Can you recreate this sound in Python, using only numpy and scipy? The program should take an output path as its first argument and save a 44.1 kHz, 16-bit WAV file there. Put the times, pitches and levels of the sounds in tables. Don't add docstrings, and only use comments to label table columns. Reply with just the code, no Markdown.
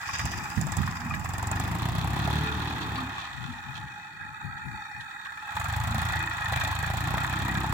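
import sys
import numpy as np
from scipy import signal
from scipy.fft import rfft, irfft, next_fast_len
from scipy.io import wavfile
from scipy.ndimage import uniform_filter1d

SR = 44100
rng = np.random.default_rng(int(sys.argv[2]) if len(sys.argv) > 2 else 0)


def int16_out(signal):
    q = np.round(np.clip(np.atleast_2d(signal).T, -1, 1) * 32767)
    wavfile.write(sys.argv[1], SR, q.astype(np.int16))


N = 340893
TIME = np.arange(N) / SR
CRUISE_PER_S = 25

# t/s, firing rate/Hz
FIRING_RATE = [(0, 16.4), (.5, 16.5), (.64, 17.9), (.75, 20.9), (.88, 22), (1.02, 21.2), (1.14, 19.9),
               (1.3, 21.9), (1.49, 22.56), (1.88, 30.55), (2.32, 37.07), (2.6, 38.2), (3.74, 28.61),
               (5.3, 18.38), (5.64, 22.82), (5.78, 27.19), (6.21, 28.98), (6.46, 25.93), (6.8, 26.43),
               (7.24, 32.19), (7.73, 33.06)]
# f/Hz, relative density/dB
JET_SPECTRUM = [(1500, -35), (3500, 0), (4300, 7), (5200, -11), (6400, 11), (7400, 21), (8100, 13.5),
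                (8800, 3.5), (12000, 6.5), (16000, 6.5)]


def from_db(db):
    return 10 ** (np.asarray(db) / 20)


def rms_one(x):
    return x / np.sqrt(np.mean(x ** 2) + 1e-20)


def in_time(rows):
    s, *columns = np.transpose(rows)
    return [np.interp(TIME, s, c) for c in columns]


def at_hz(points, hz):
    f, value = np.transpose(points)
    return np.interp(np.log(hz + 1), np.log(f), value)


def panned(pan_db):
    gains = from_db(np.array([[.5], [-.5]]) * pan_db)
    return gains / np.sqrt(np.mean(gains ** 2, axis=0))


def drift(rate_hz):
    knots = rng.standard_normal(24000)
    return np.interp(TIME * rate_hz, np.arange(len(knots)), knots)


def pair(mid, side, alike):
    alike = np.clip(alike, -1, 1)
    return np.sqrt(1 + alike) * mid + np.sqrt(1 - alike) * side * [[1], [-1]]


def coloured(spectrum, grain=1):
    # f/Hz, likeness/0-1, phase lag of the left/rad
    ports = [(60, 0.76, 0.77), (300, 1, 0.16), (463, 0, 0.46), (806, 1, 0.11), (1270, 0.25, 2.09),
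             (1434, 0.94, 2.96), (1536, 0.15, 5.6), (1960, 0.95, 7.26), (2440, 0.34, 9.2),
             (3000, 0.57, 11.3), (3514, 0.68, 14.57), (4640, 0, 19.2), (7580, 0.28, 36.3), (16360, 0, 68)]
    # f/Hz, left-right/dB
    balance = [(300, 1.5), (450, 2), (580, -15), (800, -2), (1100, 3.5), (1600, -10.5), (1950, 3.5),
               (2350, 32), (2950, -13), (3600, -3.5), (4400, -7), (5200, 0.5), (7400, -13.5), (8800, 1),
               (11000, 5.5), (16000, 3.5)]
    size = next_fast_len(N)
    hz = np.arange(size // 2 + 1) * SR / size
    port_hz, alike, lag_rad = np.transpose(ports)
    mid, side = rfft(rng.standard_normal((2, N)) * grain, size)
    stereo = pair(mid, side, np.interp(hz, port_hz, alike))
    turned = np.exp(np.array([[-.5j], [.5j]]) * np.interp(hz, port_hz, lag_rad))
    shaped = stereo * turned * panned(at_hz(balance, hz)) * from_db(at_hz(spectrum, hz))
    return rms_one(irfft(shaped, size)[:, :N])


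def resonate(x, hz, width_hz):
    r = np.exp(-np.pi * width_hz / SR)
    zeros = np.array([1, 0, -1]) * (1 - r * r) / 2
    poles = [1, -2 * r * np.cos(2 * np.pi * hz / SR), r * r]
    return signal.lfilter(zeros, poles, x + 1e-18)


def rung(x, modes):
    total = 0
    for k, (hz, width_hz, db) in enumerate(modes):
        total = total + (-1) ** k * from_db(db) * rms_one(resonate(x, hz, width_hz))
    return rms_one(total)


def burst(age_s, rise_s, decay_s):
    return np.exp(-np.where(age_s < 0, (age_s / rise_s) ** 2, age_s / decay_s))


def bursts(times, gains, rise, decay):
    out = np.zeros(N)
    for s, gain in zip(times, gains):
        near = slice(max(int((s - 3 * rise) * SR), 0), max(int((s + 8 * decay) * SR), 0))
        out[near] += gain * burst(TIME[near] - s, rise, decay)
    return out


def throb(times, rise, decay, uneven_db):
    return bursts(times, from_db(uneven_db * rng.standard_normal(len(times))), rise, decay)


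def levelled(x):
    power = uniform_filter1d(uniform_filter1d(x ** 2, size=SR // 10), size=SR // 10)
    return x / np.sqrt(np.maximum(power, 1e-12))


def firing_times():
    first_firing = .2
    turns = np.cumsum(in_time(FIRING_RATE)[0]) / SR
    return np.interp(np.arange(first_firing, turns[-1]), turns, TIME)


def crank_times(fired, share, count=1):
    return np.interp(np.arange(share, len(fired) - 1, 1 / count), np.arange(len(fired)), fired)


def nose_on():
    turn_start_s, turn_end_s = 3.15, 3.7
    return np.clip((TIME - turn_start_s) / (turn_end_s - turn_start_s), 0, 1)


def part_db(law, load, speed):
    full_db, idle_loss_db, speed_db, nose_on_db, waver_db = law
    steady_db = full_db - idle_loss_db * (1 - load) + speed_db * np.log2(speed / CRUISE_PER_S)
    return steady_db + nose_on_db * nose_on() + waver_db * drift(8)


def thump(fired, speed, cut_hz=40):
    swing_hz, speed_power = 87.5, 0.2
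    swing_cycles, delay_cycles = 0.68, 0.477
    hz = swing_hz * (np.interp(fired, TIME, speed) / CRUISE_PER_S) ** speed_power
    peaks, out = fired + delay_cycles / hz, np.zeros(N)
    for s, f, gain in zip(peaks, hz, from_db(2.2 * rng.standard_normal(len(fired)))):
        near = slice(max(int((s - 2 / f) * SR), 0), int((s + 2 / f) * SR))
        cycles = (TIME[near] - s) * f
        out[near] += gain * np.cos(2 * np.pi * cycles) * np.exp(-(cycles / swing_cycles) ** 2)
    high_pass = signal.butter(2, cut_hz, "high", fs=SR, output="sos")
    return levelled(signal.sosfiltfilt(high_pass, out)), peaks


def drone(peaks):
    # multiple of firing rate, relative level/dB
    harmonics = [(2, -8), (4, -0.5), (5, -4), (6, -8), (7, -10.5), (8, -10.5), (9, -47), (10, -14.5),
                 (11, -19)]
    phase = 2 * np.pi * np.cumsum(in_time(FIRING_RATE)[0]) / SR
    slip = np.interp(peaks, TIME, phase) - 2 * np.pi * np.arange(len(peaks))
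    phase = phase - np.interp(TIME, peaks, slip)
    total = 0
    for k, db in harmonics:
        total = total + from_db(db + 3 * drift(9)) * np.cos(k * phase + .35 * drift(15))
    return rms_one(total)


def exhaust(fired, load, speed):
    # full-load cruise level/dB before mix trims, loss at zero load/dB,
    # change per speed doubling/dB, gain nose-on/dB, waver/dB
    thump_law = (-29.5, 54, 5.5, -1.5, 2)
    roar_law = (-36, 21.5, 4.5, -1.5, -1.33)
    jet_law = (-49.5, 20.5, -8.5, 4, 1)
    # t/s, drone level/dB, growl level/dB before trim
    pipe_level = [(0, -85, -69), (.3, -67, -39), (1.05, -55, -55), (1.55, -37.5, -34), (2.1, -40.5, -33.5),
                  (2.35, -34.5, -31.5), (2.55, -38, -36), (2.85, -54, -32), (3.05, -63, -41),
                  (3.3, -68, -54.5), (5.5, -64.5, -60), (5.8, -42, -54), (6.15, -48, -44), (6.4, -51, -58),
                  (6.85, -54, -44), (7.1, -38, -38), (7.28, -43, -43), (7.42, -36.5, -36.5),
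                  (7.73, -37.5, -37.5)]
    # f/Hz, relative density/dB
    rumble_spectrum = [(20, -29), (45, -10), (80, 1.5), (170, -1), (260, -24), (380, -57), (900, -89)]
    growl_spectrum = [(25, -37), (60, -3.5), (130, 6), (170, 11), (230, 2), (300, 3.5), (370, -0.5),
                      (430, -10.5), (490, -7), (900, -35)]
    bark_spectrum = [(50, -38), (150, -25), (300, -15), (490, -27), (640, 4.5), (780, 4), (1050, -12),
                     (1500, 0), (2500, -8), (3100, -14), (4300, -13), (6000, -17)]
    roar_spectrum = [(40, -19), (250, -8.5), (480, -30.5), (660, -6.5), (800, 1), (1000, 2), (1250, 1.5),
                     (1550, -6), (1950, -5.5), (2200, -10), (2550, -8.5), (2800, -15), (3080, -24),
                     (6000, -81)]
    # f/Hz, width/Hz, relative level/dB
    lip_modes = [(735, 43, -1), (820, 260, -0.5), (1150, 140, -10)]
    idle_punch, punch_power = .34, 6
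    merge_per_s = 42

    thump_db, roar_db, jet_db = (part_db(law, load, speed) for law in (thump_law, roar_law, jet_law))
    drone_db, growl_db = in_time(pipe_level)
    punch = idle_punch + (1 - idle_punch) * load ** punch_power
    swings, peaks = thump(fired, speed)
    low = from_db(thump_db) * (from_db(-2.5) * swings + from_db(-6.5) * coloured(rumble_spectrum))
    low = low + from_db(drone_db) * drone(peaks)

    fronts = throb(fired + 0.0007, rise=0.00018, decay=0.00014, uneven_db=-3.0)
    lip = levelled(rung(fronts * (1 + .5 * drift(3000)), lip_modes))
    crack = throb(fired + 0.00091, rise=0.00184, decay=0.0055, uneven_db=2.8)
    growl = from_db(growl_db - 3.5) * coloured(growl_spectrum) * levelled(1 + 0.57 * crack)
    bark_noise = coloured(bark_spectrum) * levelled(0.18 + crack)
    bark = from_db(thump_db) * punch * (from_db(-16.5) * lip + from_db(-9.5) * bark_noise)
    roar = from_db(roar_db) * coloured(roar_spectrum) * levelled(1 + 0.98 * punch * crack)

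    blowdown = throb(fired - .0005, rise=.0016, decay=.0035, uneven_db=2)
    blowdown = blowdown + .3 * throb(fired + .002, rise=.003, decay=.011, uneven_db=2)
    apart = np.clip((merge_per_s - speed) / 10, 0, 1)
    jet_flow = levelled(.055 + apart * punch ** 3 * blowdown)
    jet = from_db(jet_db) * coloured(JET_SPECTRUM) * jet_flow
    return low + growl + bark + roar + jet


def spits(whistle_hz=7450, whistle_width_hz=700, hiss_db=-13):
    # t/s, whistle level/dB, cough level/dB before trim
    hard_firings = [(0.187, -33, -51), (0.255, -28, -41), (0.613, -25.5, -40), (0.669, -33.5, -35),
                    (0.721, -27.5, -38), (.769, -24.5, -36), (1.248, -39, -43), (1.291, -36.5, -39),
                    (1.336, -37, -39), (1.383, -31.5, -40), (1.43, -38, -34), (1.472, -29.5, -61),
                    (1.515, -27, -41), (1.599, -30, -33.5), (2.046, -58, -30.5), (2.163, -59, -30),
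                    (2.193, -59, -36), (2.276, -50, -25.5), (2.303, -52, -27.5), (5.6, -52, -38),
                    (5.728, -57, -48), (6.523, -52, -28.5), (6.562, -44, -52), (6.636, -41, -36),
                    (6.673, -42, -34), (6.831, -55, -30.5), (6.902, -52, -34), (6.941, -55, -35),
                    (7.043, -42, -43), (7.141, -53, -31.5), (7.174, -44, -30), (7.484, -58, -36),
                    (7.644, -51, -34)]
    # f/Hz, relative density/dB
    cough_spectrum = [(150, -48), (420, -8), (650, 3.5), (850, 12.5), (1050, -8), (1600, -18), (5000, -28)]
    s, whistle_db, cough_db = np.transpose(hard_firings)
    whistle = rms_one(resonate(rng.standard_normal((2, N)), whistle_hz, whistle_width_hz)) * panned(-25)
    hiss = from_db(hiss_db) * coloured(JET_SPECTRUM)
    spit = (whistle + hiss) * bursts(s, from_db(whistle_db), rise=.0009, decay=.0028)
    return spit + coloured(cough_spectrum) * bursts(s, from_db(cough_db + 3.5), rise=0.0005, decay=0.007)


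def knocks(fired, knock_db):
    # t/s, peak of envelope/dB
    hard_knocks = [(0.335, -37), (.788, -35), (.834, -34), (.876, -27.5), (0.967, -37), (1.063, -32),
                   (1.257, -31), (1.395, -31), (6.027, -32), (6.132, -28), (6.226, -27), (6.383, -35),
                   (6.613, -37), (6.649, -26), (6.728, -26), (6.844, -28), (7.181, -23.5), (7.247, -23),
                   (7.337, -28)]
    # f/Hz, relative density/dB
    clack_spectrum = [(400, -47), (700, -15.5), (900, -2.5), (1150, 6), (1450, -2), (1700, 1), (1950, -0.5),
                      (2200, -10.5), (2500, -4.5), (3000, -28.5), (3600, -22), (4300, -32.5), (5200, -31.5),
                      (9000, -27)]
    knock_at, rebound_at = .32, .44
    first = throb(crank_times(fired, knock_at), rise=.0006, decay=.0038, uneven_db=2.5)
    rebound = throb(crank_times(fired, rebound_at), rise=.0005, decay=.003, uneven_db=3)
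    s, db = np.transpose(hard_knocks)
    hard = bursts(s, from_db(db), rise=.0008, decay=.0045)
    usual = from_db(knock_db) * (first + 0.28 * rebound)
    return coloured(clack_spectrum) * np.hypot(usual, hard)


def rattle(level_db, shaking):
    # t/s, rise/s, peak surge/dB
    jolts = [(2.822, .012, 3), (2.965, .02, 1.5), (3.2, 0.032, 7), (3.44, .02, 1.5), (3.77, .025, 12),
             (4.42, 0.018, 7), (4.59, .02, 18), (4.84, .03, 6), (5.008, .008, 23), (5.105, .01, 11),
             (5.256, 0.0054, 14)]
    # f/Hz, relative density/dB
    rattle_spectrum = [(1500, -12.5), (2200, -9), (2600, 9), (2850, -3.5), (3200, 4.5), (3550, 10),
                       (3950, 3.5), (4400, 0), (5000, -10), (5500, -6), (7000, -10.5), (8900, -20.5),
                       (12000, -27)]
    jolt_fade_s = 0.027
    surge_db = sum(bursts([s], [db], rise, jolt_fade_s) for s, rise, db in jolts)
    looseness = from_db(2.4 * drift(260) + 1.3 * drift(14))
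    return from_db(level_db + surge_db) * coloured(rattle_spectrum, grain=looseness) * shaking


def block(fired, load):
    # t/s, block level/dB, knock level/dB, panel level/dB
    clatter_level = [(0, -45.5, -29, -53), (.6, -48.5, -34.5, -61), (.85, -51.5, -29.5, -44.5),
                     (1.05, -49.5, -34, -73), (1.3, -57.5, -31.5, -55), (1.55, -47.5, -36, -49),
                     (1.9, -60.5, -48, -43.5), (2.45, -45, -34, -39), (3, -48.5, -42, -45.5),
                     (3.3, -51.5, -62, -48.5), (3.75, -49.5, -41, -55.5), (4.05, -51.5, -55, -57.5),
                     (4.75, -48, -50, -75), (5.4, -49, -40, -56), (5.6, -43.5, -22.5, -44),
                     (5.9, -47.5, -40, -45.5), (6.03, -41.5, -30, -40.5), (6.3, -43.5, -38, -43.5),
                     (6.62, -40.5, -27, -40.5), (6.92, -45, -37, -45), (7.25, -43.5, -37, -41.5),
                     (7.73, -46, -32.5, -44.5)]
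    # f/Hz, width of each of two passes/Hz, relative level/dB
    block_modes = [(847, 77, -0.34), (1060, 140, -17), (1307, 104, 0), (1427, 81, 0.5), (1646, 100, 0),
                   (1781, 100, 0), (1907, 135, 0), (2397, 89, -6.5), (2506, 70, -4), (3340, 120, -26),
                   (3694, 220, -10), (4000, 67, -33), (4410, 190, -18), (5420, 74, -28), (5780, 340, -23.5),
                   (6660, 150, -24), (7730, 140, -28), (7800, 200, -40), (9700, 490, -26.5)]
    knock_at = .32
    flutter_depth_db, swell_depth_db, sway_s = 2, 1.1, .0009

    block_db, knock_db, rattle_db = in_time(clatter_level)
    hardness = load ** 2 * np.minimum(28 / in_time(FIRING_RATE)[0], 1.1) ** 2
    knock = throb(crank_times(fired, knock_at) - .002, rise=.001, decay=.008, uneven_db=2.5)
    recoil = throb(fired, rise=.0015, decay=.005, uneven_db=2)
    pistons = throb(crank_times(fired, knock_at, count=2), rise=.002, decay=.006, uneven_db=2)
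    valves = throb(crank_times(fired, 0, count=3), rise=.001, decay=.004, uneven_db=3)
    whirr = (1 - .6 * load) * (.9 * pistons + 1.1 * valves)
    blows = 1 + hardness * (2.6 * knock + 1.3 * recoil) + whirr
    shaking = levelled(blows * from_db(2 * drift(300)))
    drive = coloured([(100, 0), (10000, 0)]) * shaking

    rings, first_hz = 0, block_modes[0][0]
    for hz, width_hz, db in block_modes:
        flutter_db = flutter_depth_db * drift(18) + swell_depth_db * np.sqrt(hz / first_hz) * drift(6)
        swayed = TIME + sway_s * drift(12) * np.sqrt(first_hz / hz)
        steady = resonate(resonate(drive, hz, width_hz), hz, width_hz)
        ring = np.array([np.interp(swayed, TIME, side) for side in steady])
        rings = rings + rms_one(ring) * from_db(db + flutter_db)
    return from_db(block_db) * rings + knocks(fired, knock_db) + rattle(rattle_db, shaking)


def gear_whine():
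    # t/s, f/Hz, level/dB before trim
    whine_track = [(2.15, 410, -90), (2.28, 422, -50), (2.5, 437, -40), (2.65, 435, -59.5),
                   (2.83, 427, -48), (3, 406, -55), (3.12, 398, -53), (3.3, 390, -95)]
    trim_db, waver_db, jitter_rad = -4, 4, .6
    whine_hz, whine_db = in_time(whine_track)
    phase = 2 * np.pi * np.cumsum(whine_hz) / SR + jitter_rad * drift(40)
    return from_db(trim_db + whine_db + waver_db * drift(11.0)) * rms_one(np.sin(phase))


def hollow_hums():
    # t/s, half length to 1/e/s, f/Hz, level/dB
    hum_events = [(1.072, 0.062, 229, -38.5), (1.61, 0.04, 272, -43), (2.763, .07, 258, -51),
                  (3.01, 0.083, 256, -39), (3.498, 0.07, 240, -44), (5.952, 0.066, 223, -37.5),
                  (6.237, 0.062, 320, -45), (6.688, 0.041, 287, -46.5), (7.066, 0.042, 286, -44.5),
                  (7.523, 0.23, 313.5, -45.5)]
    width_hz = 33
    out = 0
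    for s, half_s, hz, db in hum_events:
        tone = levelled(resonate(resonate(rng.standard_normal(N), hz, width_hz), hz, width_hz))
        out = out + from_db(db) * tone * np.exp(-((TIME - s) / half_s) ** 2)
    return out


def scraper(fired):
    # t/s, level without singing/dB
    scrape_level = [(0, -51), (.14, -34.5), (.6, -47.5), (1.6, -50.5), (2.4, -79), (4.5, -93)]
    # f/Hz, relative density/dB
    soil_spectrum = [(1500, -4), (2200, 8.5), (2650, 11.5), (3100, 3.5), (3700, 6), (4250, -12), (4900, 13),
                     (5600, 5.5), (6400, 7), (7800, -5), (8800, -11), (15000, -24)]
    # f/Hz, width/Hz, relative level/dB
    blade_modes = [(4873, 11, -10), (5066, 11, -13), (5969, 16, -18), (6239, 22, -17)]
    sing_db = -13
    judder = 1 + 2 * throb(fired + .003, rise=.002, decay=.008, uneven_db=3)
    grit = coloured(soil_spectrum, grain=judder * from_db(3 * drift(500) + 2 * drift(45)))
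    singing = sum(from_db(db) * rms_one(resonate(grit, hz, width_hz)) for hz, width_hz, db in blade_modes)
    return from_db(in_time(scrape_level)[0]) * (grit + from_db(sing_db) * singing)


def linkage_clanks():
    # t/s, strength/dB, f of strongest ringing/Hz
    clank_events = [(0.0895, -32.5, 1290), (0.134, -31, 1590), (0.194, -26, 1730), (0.4546, -30.5, 1390),
                    (1.138, -28.5, 1840), (2.677, -38, 4000), (2.823, -40, 4300), (2.9562, -32, 3530),
                    (2.981, -31, 1100), (3.18, -33, 1400), (5.257, -34, 1650)]
    # f/Hz, relative level/dB, t60/s
    linkage_modes = [(805, -14, 0.04), (1110, 2, 0.048), (1218, -5, 0.16), (1684, -6.5, 0.052),
                     (1922, -3, 0.064), (2360, -1, 0.05), (2860, -9, 0.04), (3580, -5, 0.023),
                     (3940, -3.5, 0.057), (4470, -4.5, 0.13), (5240, -12, 0.095)]
    focus_db_per_octave = 17.5
    s, db, centre_hz = np.transpose(clank_events)
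    out = 0
    for hz, mode_db, t60_s in linkage_modes:
        away_db = focus_db_per_octave * np.abs(np.log2(hz / centre_hz))
        hit_db = db + mode_db - away_db + rng.normal(0, 1.5, len(s))
        contact = bursts(s, from_db(hit_db), rise=.0004, decay=.006)
        width_hz = np.log(1000) / (np.pi * t60_s)
        ring = resonate(contact * rng.standard_normal((2, N)), hz, width_hz)
        out = out + ring * np.sqrt(SR / width_hz)
    return out


def squeak():
    # t/s, f/Hz, level before ring is added/dB, rise/s
    partials = [(1.111, 2450, -31.5, .005), (1.112, 1222, -28.5, 0.0022)]
    decay_s, ring_db, ring_s = .004, -11, .03
    out = 0
    for s, hz, db, rise in partials:
        level = bursts([s], [1], rise, decay_s) + bursts([s], [from_db(ring_db)], rise, ring_s)
        tone = np.sin(2 * np.pi * hz * TIME + 0.46 * drift(140))
        out = out + from_db(db) * level * tone * panned(3)
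    return out


def wind():
    # t/s, rise/s, peak of envelope/dB, left-right gain/dB
    gusts = [(.125, 0.037, -47, 20), (.25, 0.028, -33, -1), (.38, 0.028, -37, 13),
             (0.578, 0.0062, -17.5, -21), (.67, 0.08, -31, 26), (.799, 0.023, -24, -36),
             (.92, 0.086, -35.5, 0), (1.19, 0.13, -32.5, -13), (3.45, 0.096, -39, 28),
             (3.69, 0.029, -42.5, 13), (3.84, 0.073, -42, 2), (4.27, 0.11, -48.5, 18.5),
             (4.448, 0.013, -34, 26), (4.568, 0.068, -49.5, 26), (4.666, 0.017, -36.5, 28),
             (4.74, 0.03, -41.5, 20), (4.97, 0.029, -44, 22)]
    # f/Hz, relative density/dB
    wind_spectrum = [(20, -80), (50, -8.5), (85, 1), (140, 3), (220, -7.5), (320, -18), (480, -35),
                     (900, -50.5)]
    fade_s, fade_per_rise = 0.028, 0.79
    force = 0
    for s, rise, db, pan_db in gusts:
        swell = bursts([s], [1], rise, fade_s + fade_per_rise * rise)
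        force = force + from_db(db) * panned(pan_db) * swell
    return force * coloured(wind_spectrum)


def scene():
    # t/s, load/0-1
    load_curve = [(0, 0.56), (.24, 0.94), (.5, 0.76), (.62, 0.73), (.84, 0.86), (.98, 0.73), (1.51, 0.98),
                  (1.92, 0.95), (2.42, 0.88), (2.54, 0.84), (3, 0.78), (3.27, 0.6), (4.2, 0), (5.44, 0.08),
                  (5.57, 0.93), (6.13, 0.94), (6.35, 0.8), (6.53, 0.98), (7.73, 0.93)]
    fired, speed = firing_times(), in_time(FIRING_RATE)[0]
    load = np.clip(in_time(load_curve)[0], 0, 1)
    engine = exhaust(fired, load, speed) + spits() + block(fired, load) + gear_whine() + hollow_hums()
    implement = scraper(fired) + linkage_clanks() + squeak()
    return engine + implement + wind()


def record(dry):
    cutoff_hz = 16000
    return signal.sosfilt(signal.ellip(12, .1, 80, cutoff_hz, fs=SR, output="sos"), dry)


dry = scene()
out = record(dry)
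int16_out(out)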